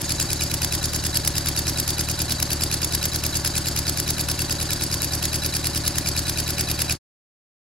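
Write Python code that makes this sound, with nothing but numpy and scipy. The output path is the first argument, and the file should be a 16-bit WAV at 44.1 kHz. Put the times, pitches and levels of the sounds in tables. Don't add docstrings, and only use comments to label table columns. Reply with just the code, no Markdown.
import sys
import numpy as np
from scipy import signal
from scipy.fft import rfft, irfft, next_fast_len
from scipy.io import wavfile

SR = 44100
rng = np.random.default_rng(int(sys.argv[2]) if len(sys.argv) > 2 else 0)


def write(x):
    x = np.atleast_2d(x).T
    wavfile.write(sys.argv[1], SR, np.round(np.clip(x, -1, 1) * 32767).astype(np.int16))


N = 339567
TIME = np.arange(N) / SR

# t/s, speed/rpm
CRANK_SPEED = [(0, 1143), (1.2, 1141.8), (2, 1150), (3.5, 1142), (4.4, 1146.4), (5.25, 1153), (7, 1147)]
# multiple of the cycle rate, level/dB
HUM_TONES = [(5, -52), (7, -60), (25, -61), (37, -52.5), (58, -54.5), (60, -50), (62, -64.5), (76, -55),
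             (116, -62)]
# f/Hz, level/dB
WASH_RUMBLE = [(15, -90), (35, -67), (65, -57), (130, -64.5), (220, -66.5), (340, -64.5), (470, -76),
               (570, -69.5), (640, -72), (900, -77), (2000, -100)]
WASH_HISS = [(300, -85.5), (720, -72.5), (1100, -72.5), (1250, -76), (1600, -73), (2200, -77), (3400, -79),
             (4700, -72), (7000, -76.5), (10500, -79), (13000, -85.5), (16000, -101)]
BLADE_SLAP = [(250, -29), (600, -4.0), (1100, -5.5), (1700, -5.0), (3000, -34.5)]
# place/cycle, level/dB
PISTON_KNOCKS = [(.298, -13.5), (.409, -6), (0.531, -11.5), (0.658, -5.5), (.814, -1.5)]
# f/Hz, level/dB
CRANKCASE = [(60, -18), (180, 5.5), (250, 17.5), (320, 19), (370, 14.5), (440, -2), (520, -3), (570, -1.5),
             (640, -20), (800, -10.5), (2000, -19), (5000, -41)]
# f/Hz, level/dB
FIRST_SPIT_TONE = [(300, -75.5), (1200, -74.5), (1500, -62), (2000, -70.5), (2500, -58.5), (3200, -65.5),
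                   (4200, -66.5), (5000, -57.5), (7000, -65.5), (9000, -62), (11000, -60.5), (14000, -70.5),
                   (16000, -73)]
SECOND_SPIT_TONE = [(300, -64), (1200, -73), (1600, -63), (2400, -69), (4000, -59.5), (4400, -63),
                    (5000, -55.5), (7500, -61.5), (9200, -56), (11500, -56), (14000, -64), (16000, -65.5)]
# t/s, level/dB
SECOND_SPIT_DRIFT = [(0, -4), (.8, -1.5), (1.25, 2.5), (1.9, -1), (2.6, .5), (3.5, -.7), (7, 0)]
# place/cycle, clatter level/dB, ring level/dB, favoured f/Hz, random spread/dB
VALVE_TAPS = [(.16, -8, 5, 3970, 2), (.405, 6.5, 5.5, 4860, 0.75), (.67, -12, -7, 4600, 0),
              (.82, -3, 0, 4700, .5), (.915, -7, -12, 4700, .5), (.99, -23, -19, 4500, 0)]
# t/s, level change/dB
BAD_SEATINGS = [(0.313, -3.5), (0.523, -16.5), (0.603, -8), (1.259, -5), (2.409, -13), (3.433, -10),
                (5.965, -5)]
# f/Hz, level/dB, time to fall 60 dB/s
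FIN_MODES = [(1458, 9, .06), (1717, 9, 0.068), (2460, -4.5, 0.034), (3948, 2, 0.093), (4080, -2, 0.045),
             (4350, -6, .06), (4435, -2, 0.073), (4605, 3.5, .09), (4652, -2, 0.13), (4880, 3.5, 0.11),
             (5130, -12, 0.082), (5312, 0, 0.16), (6450, -2, .08), (7440, -10, .08), (8900, 2, .04)]
# f/Hz, level/dB
METAL_CLATTER = [(500, -25.5), (3500, -4.5), (4400, 4), (5600, 2.5), (6000, -0.5), (6700, 4.5),
                 (7500, -1.5), (8700, 4.5), (9600, -3.5), (12000, -5), (16000, -29)]
# place/cycle, level/dB
EXHAUST_BEATS = [(.194, -4.5), (.424, -1), (0.675, -2), (0.947, -7)]
# f/Hz, level/dB
EXHAUST_PIPE = [(18, -19.5), (31, 20.5), (40, 16.5), (55, -8), (76, 28.5), (100, 26), (120, 25),
                (155, 25.5), (200, 15.5), (260, -14), (400, -2.5), (700, -11.5), (2000, -12.5), (5000, -40)]
# t/s, level/dB
SNAPS = [(0.5405, -2.5), (1.275, -6.5), (2.4279, -8.5), (2.9536, -9), (3.059, -3), (3.3705, -6),
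         (3.8955, 0), (5.0195, -3), (5.984, -9)]
# t/s, share added
SIZZLE_SWELL = [(0, 0.48), (1.1, -.05), (7, -.12)]
CLINK_SWELL = [(0, 0.52), (.8, -0.026), (5.7, .15), (7, .8)]
# f/Hz, likeness (0 to 1)
LIKENESS = [(60, 0.76), (300, 0.69), (740, 0.85), (2000, 0.73), (3300, 0.56), (4600, 0.85), (5500, 0.28),
            (7200, 0.28), (8000, 0.98), (9200, 0.91), (11200, 0.85), (13600, 0.91), (15500, .6)]
# f/Hz, level/dB
LEFT_LOUDER = [(60, 0.5), (99, 0.5), (160, 1.5), (270, 1.5), (450, 0.0), (740, -1.0), (1220, 0.0),
               (2010, 0.48), (3330, 0.0), (5500, 0.4), (9080, -0.63), (15000, 0.0)]
# f/Hz, phase/rad
LEFT_AHEAD = [(500, 0), (2500, -.2), (4400, .1), (5000, .7), (5900, 2), (6600, .6), (7100, .3),
              (7600, -1.6), (8400, -2.1), (9200, -3.2), (11300, -6.2), (13600, -9.4), (15800, -12.4)]


def gain_of(db):
    return 10 ** (np.asarray(db) / 20)


def over_time(table):
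    return np.interp(TIME, *np.transpose(table))


def over_pitch(table, hz):
    f, value = np.transpose(table)
    return np.interp(np.log(hz + 1), np.log(f + 1), value)


def coloured(x, spectrum):
    hz = np.fft.rfftfreq(len(x), 1 / SR)
    return irfft(rfft(x) * gain_of(over_pitch(spectrum, hz)), len(x))


def noise(spectrum):
    return coloured(rng.standard_normal(next_fast_len(N, True)), spectrum)[:N] * np.sqrt(SR / 2)


def ring(x, response):
    return signal.oaconvolve(x, response)[:N]


def clicks(times, db):
    inside, out = (times >= 0) & (times < (N - 1) / SR), np.zeros(N)
    out[(times[inside] * SR).astype(int)] = gain_of(db)[inside]
    return out


def each_cycle(cycle, place, spread_db, jitter_s):
    times = np.interp(np.arange(int(cycle[-1]) + 1) + place, cycle, TIME, left=-1, right=-1)
    late, loud = rng.standard_normal((len(times), 2)).T
    return times + jitter_s * late, spread_db * loud


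def thumps(cycle, blows, spectrum, spread_db, jitter_s, size=16384):
    train = np.zeros(N)
    for place, db in blows:
        times, loud_db = each_cycle(cycle, place, spread_db, jitter_s)
        train += clicks(times, db + loud_db)
    log_gain = over_pitch(spectrum, abs(np.fft.fftfreq(size, 1 / SR))) * np.log(10) / 20
    body = np.exp(np.conj(signal.hilbert(log_gain)))
    return ring(train, np.fft.ifft(body).real[:size // 2])


def gear_hum(cycle):
    return sum(gain_of(db) * np.sqrt(2) * np.sin(2 * np.pi * k * cycle) for k, db in HUM_TONES)


def propeller(cycle, swish=.27, place=.29, chop_db=-24, chop_s=.0073):
    stir = 1 + swish * np.cos(2 * np.pi * 4 * (cycle - place))
    wash = np.array([noise(WASH_RUMBLE) + stir * noise(WASH_HISS) for _ in range(2)])
    blade_count = np.floor(4 * cycle)
    passes = np.diff(blade_count, prepend=blade_count[0])
    t = np.arange(SR // 20) / SR
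    slap = coloured(rng.standard_normal(len(t)), BLADE_SLAP) * np.exp(-t / chop_s)
    return ring(passes, gain_of(chop_db) * slap), wash


def piston_knocks(cycle):
    return -thumps(cycle, PISTON_KNOCKS, CRANKCASE, spread_db=.5, jitter_s=.0001)


def gas_spit(cycle, place, spectrum, leak_db, width_s, tail_s, tail_db, spread_db, grain_db):
    times, loud_db = each_cycle(cycle, place, spread_db, jitter_s=.00013)
    t = np.arange(-SR // 30, SR // 30) / SR
    swell = 1 / np.cosh(t / width_s) ** 2
    tail = gain_of(tail_db) ** 2 * (1 + np.tanh(t / width_s)) / 2 * np.exp(-abs(t) / tail_s)
    peaks = clicks(times, 2 * (loud_db + leak_db))
    flow = np.sqrt(abs(signal.oaconvolve(peaks, swell + tail, "same")))
    grains = np.arange(0, N, SR // 2000)
    ragged = gain_of(grain_db * np.interp(np.arange(N), grains, rng.standard_normal(len(grains))))
    ragged /= np.sqrt(np.mean(ragged ** 2))
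    return flow * ragged * np.array([noise(spectrum), noise(spectrum)])


def valve_seating(cycle, place, spread_db):
    times, chance_db = each_cycle(cycle, place, spread_db, jitter_s=0)
    bad_times, bad_db = np.transpose(BAD_SEATINGS)
    is_bad = abs(times[:, None] - bad_times) < .012
    return np.where(is_bad.any(1), is_bad @ bad_db, chance_db)


def fin_ring(t, wave, level_db, centre_hz, reach=.084, far_db=-14, spread_s=.002):
    tones = np.zeros(len(t))
    for hz, db, t60 in FIN_MODES:
        favour = gain_of(far_db) + np.exp(-(np.log(hz / centre_hz) / reach) ** 2)
        tones += favour * gain_of(level_db + db - 60 * t / t60) * wave(2 * np.pi * hz * t)
    return tones * (1 - np.exp(-t / spread_s))


def valve_taps(cycle, seatings, clatter_db=-23, clatter_t60=.099, ring_db=-36, chatter_s=.0031):
    t, pair = np.arange(SR // 9) / SR, np.zeros((2, N))
    settle = np.exp(-t / chatter_s)
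    settle /= np.linalg.norm(settle)
    for (place, tap_clatter_db, tap_ring_db, centre_hz, _), seat_db in zip(VALVE_TAPS, seatings):
        times, _ = each_cycle(cycle, place, spread_db=0, jitter_s=.0002)
        blows = clicks(times, seat_db)
        chatter = ring(blows, settle) * rng.standard_normal(N)
        dying = gain_of(clatter_db + tap_clatter_db - 60 * t / clatter_t60)
        for version, wave in zip(pair, (np.sin, np.cos)):
            fins = fin_ring(t, wave, ring_db + tap_ring_db, centre_hz)
            version += ring(blows + .3 * chatter, fins)
            clatter = coloured(rng.standard_normal(len(t)), METAL_CLATTER) * dying
            version += ring(chatter, clatter)
    return pair


def exhaust_beats(cycle):
    return thumps(cycle, EXHAUST_BEATS, EXHAUST_PIPE, spread_db=0, jitter_s=.0003)


def gas_snaps(boost_db=11, decay_s=.0004, late_s=.0009):
    times, db = np.transpose(SNAPS)
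    decay = np.exp(-np.arange(SR // 100) / SR / decay_s)
    bursts = ring(clicks(times + late_s, db + boost_db), decay)
    return bursts * np.array([noise(SECOND_SPIT_TONE), noise(SECOND_SPIT_TONE)])


def treble_swells(pair, sizzle_hz=(6270, 7700), clink_hz=(2370, 2660)):
    out = pair.copy()
    for band_hz, swell in ((sizzle_hz, SIZZLE_SWELL), (clink_hz, CLINK_SWELL)):
        band = signal.butter(1, band_hz, "band", fs=SR, output="sos")
        out += over_time(swell) * signal.sosfilt(band, pair)
    return out


def left_and_right(direct, scattered):
    size = next_fast_len(N, True)
    hz = np.fft.rfftfreq(size, 1 / SR)
    alike = np.clip(over_pitch(LIKENESS, hz), 0, 1)
    shared = rfft(direct, size) + np.sqrt((1 + alike) / 2) * rfft(scattered[0], size)
    apart = np.sqrt((1 - alike) / 2) * rfft(scattered[1], size)
    lean = gain_of(over_pitch(LEFT_LOUDER, hz) / 2) * np.exp(.5j * over_pitch(LEFT_AHEAD, hz))
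    return irfft(np.array([(shared + apart) * lean, (shared - apart) / lean]), size)[:, :N]


def scene():
    turns = np.cumsum(over_time(CRANK_SPEED)) / 60 / SR
    cycle = .427 + turns / 2
    hum = gear_hum(cycle)
    chop, wash = propeller(cycle)
    knocks = piston_knocks(cycle)
    seatings = [valve_seating(cycle, place, spread_db) for place, *_, spread_db in VALVE_TAPS]
    first = gas_spit(cycle, .333, FIRST_SPIT_TONE, leak_db=-.5 * seatings[0],
                     width_s=.0017, tail_s=.0036, tail_db=-6, spread_db=1.32, grain_db=2)
    second = gas_spit(cycle, .5865, SECOND_SPIT_TONE, leak_db=-.33 * seatings[1],
                      width_s=.0016, tail_s=.0033, tail_db=-4.5, spread_db=1, grain_db=3.1)
    spits = first + gain_of(over_time(SECOND_SPIT_DRIFT)) * second
    taps = valve_taps(cycle, seatings)
    direct = hum + chop + knocks + exhaust_beats(cycle)
    scattered = treble_swells(wash + spits + taps + gas_snaps())
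    return left_and_right(direct, scattered)


def record(dry):
    fade_from_s, fade_to_s, top_hz = 6.935, 6.99, 15900
    fade = np.clip((fade_to_s - TIME) / (fade_to_s - fade_from_s), 0, 1) ** 2
    low_pass = signal.firwin(511, top_hz, window=("kaiser", 9), fs=SR)
    return signal.oaconvolve(dry * fade, low_pass[None], "same")


dry = scene()
out = record(dry)
write(out)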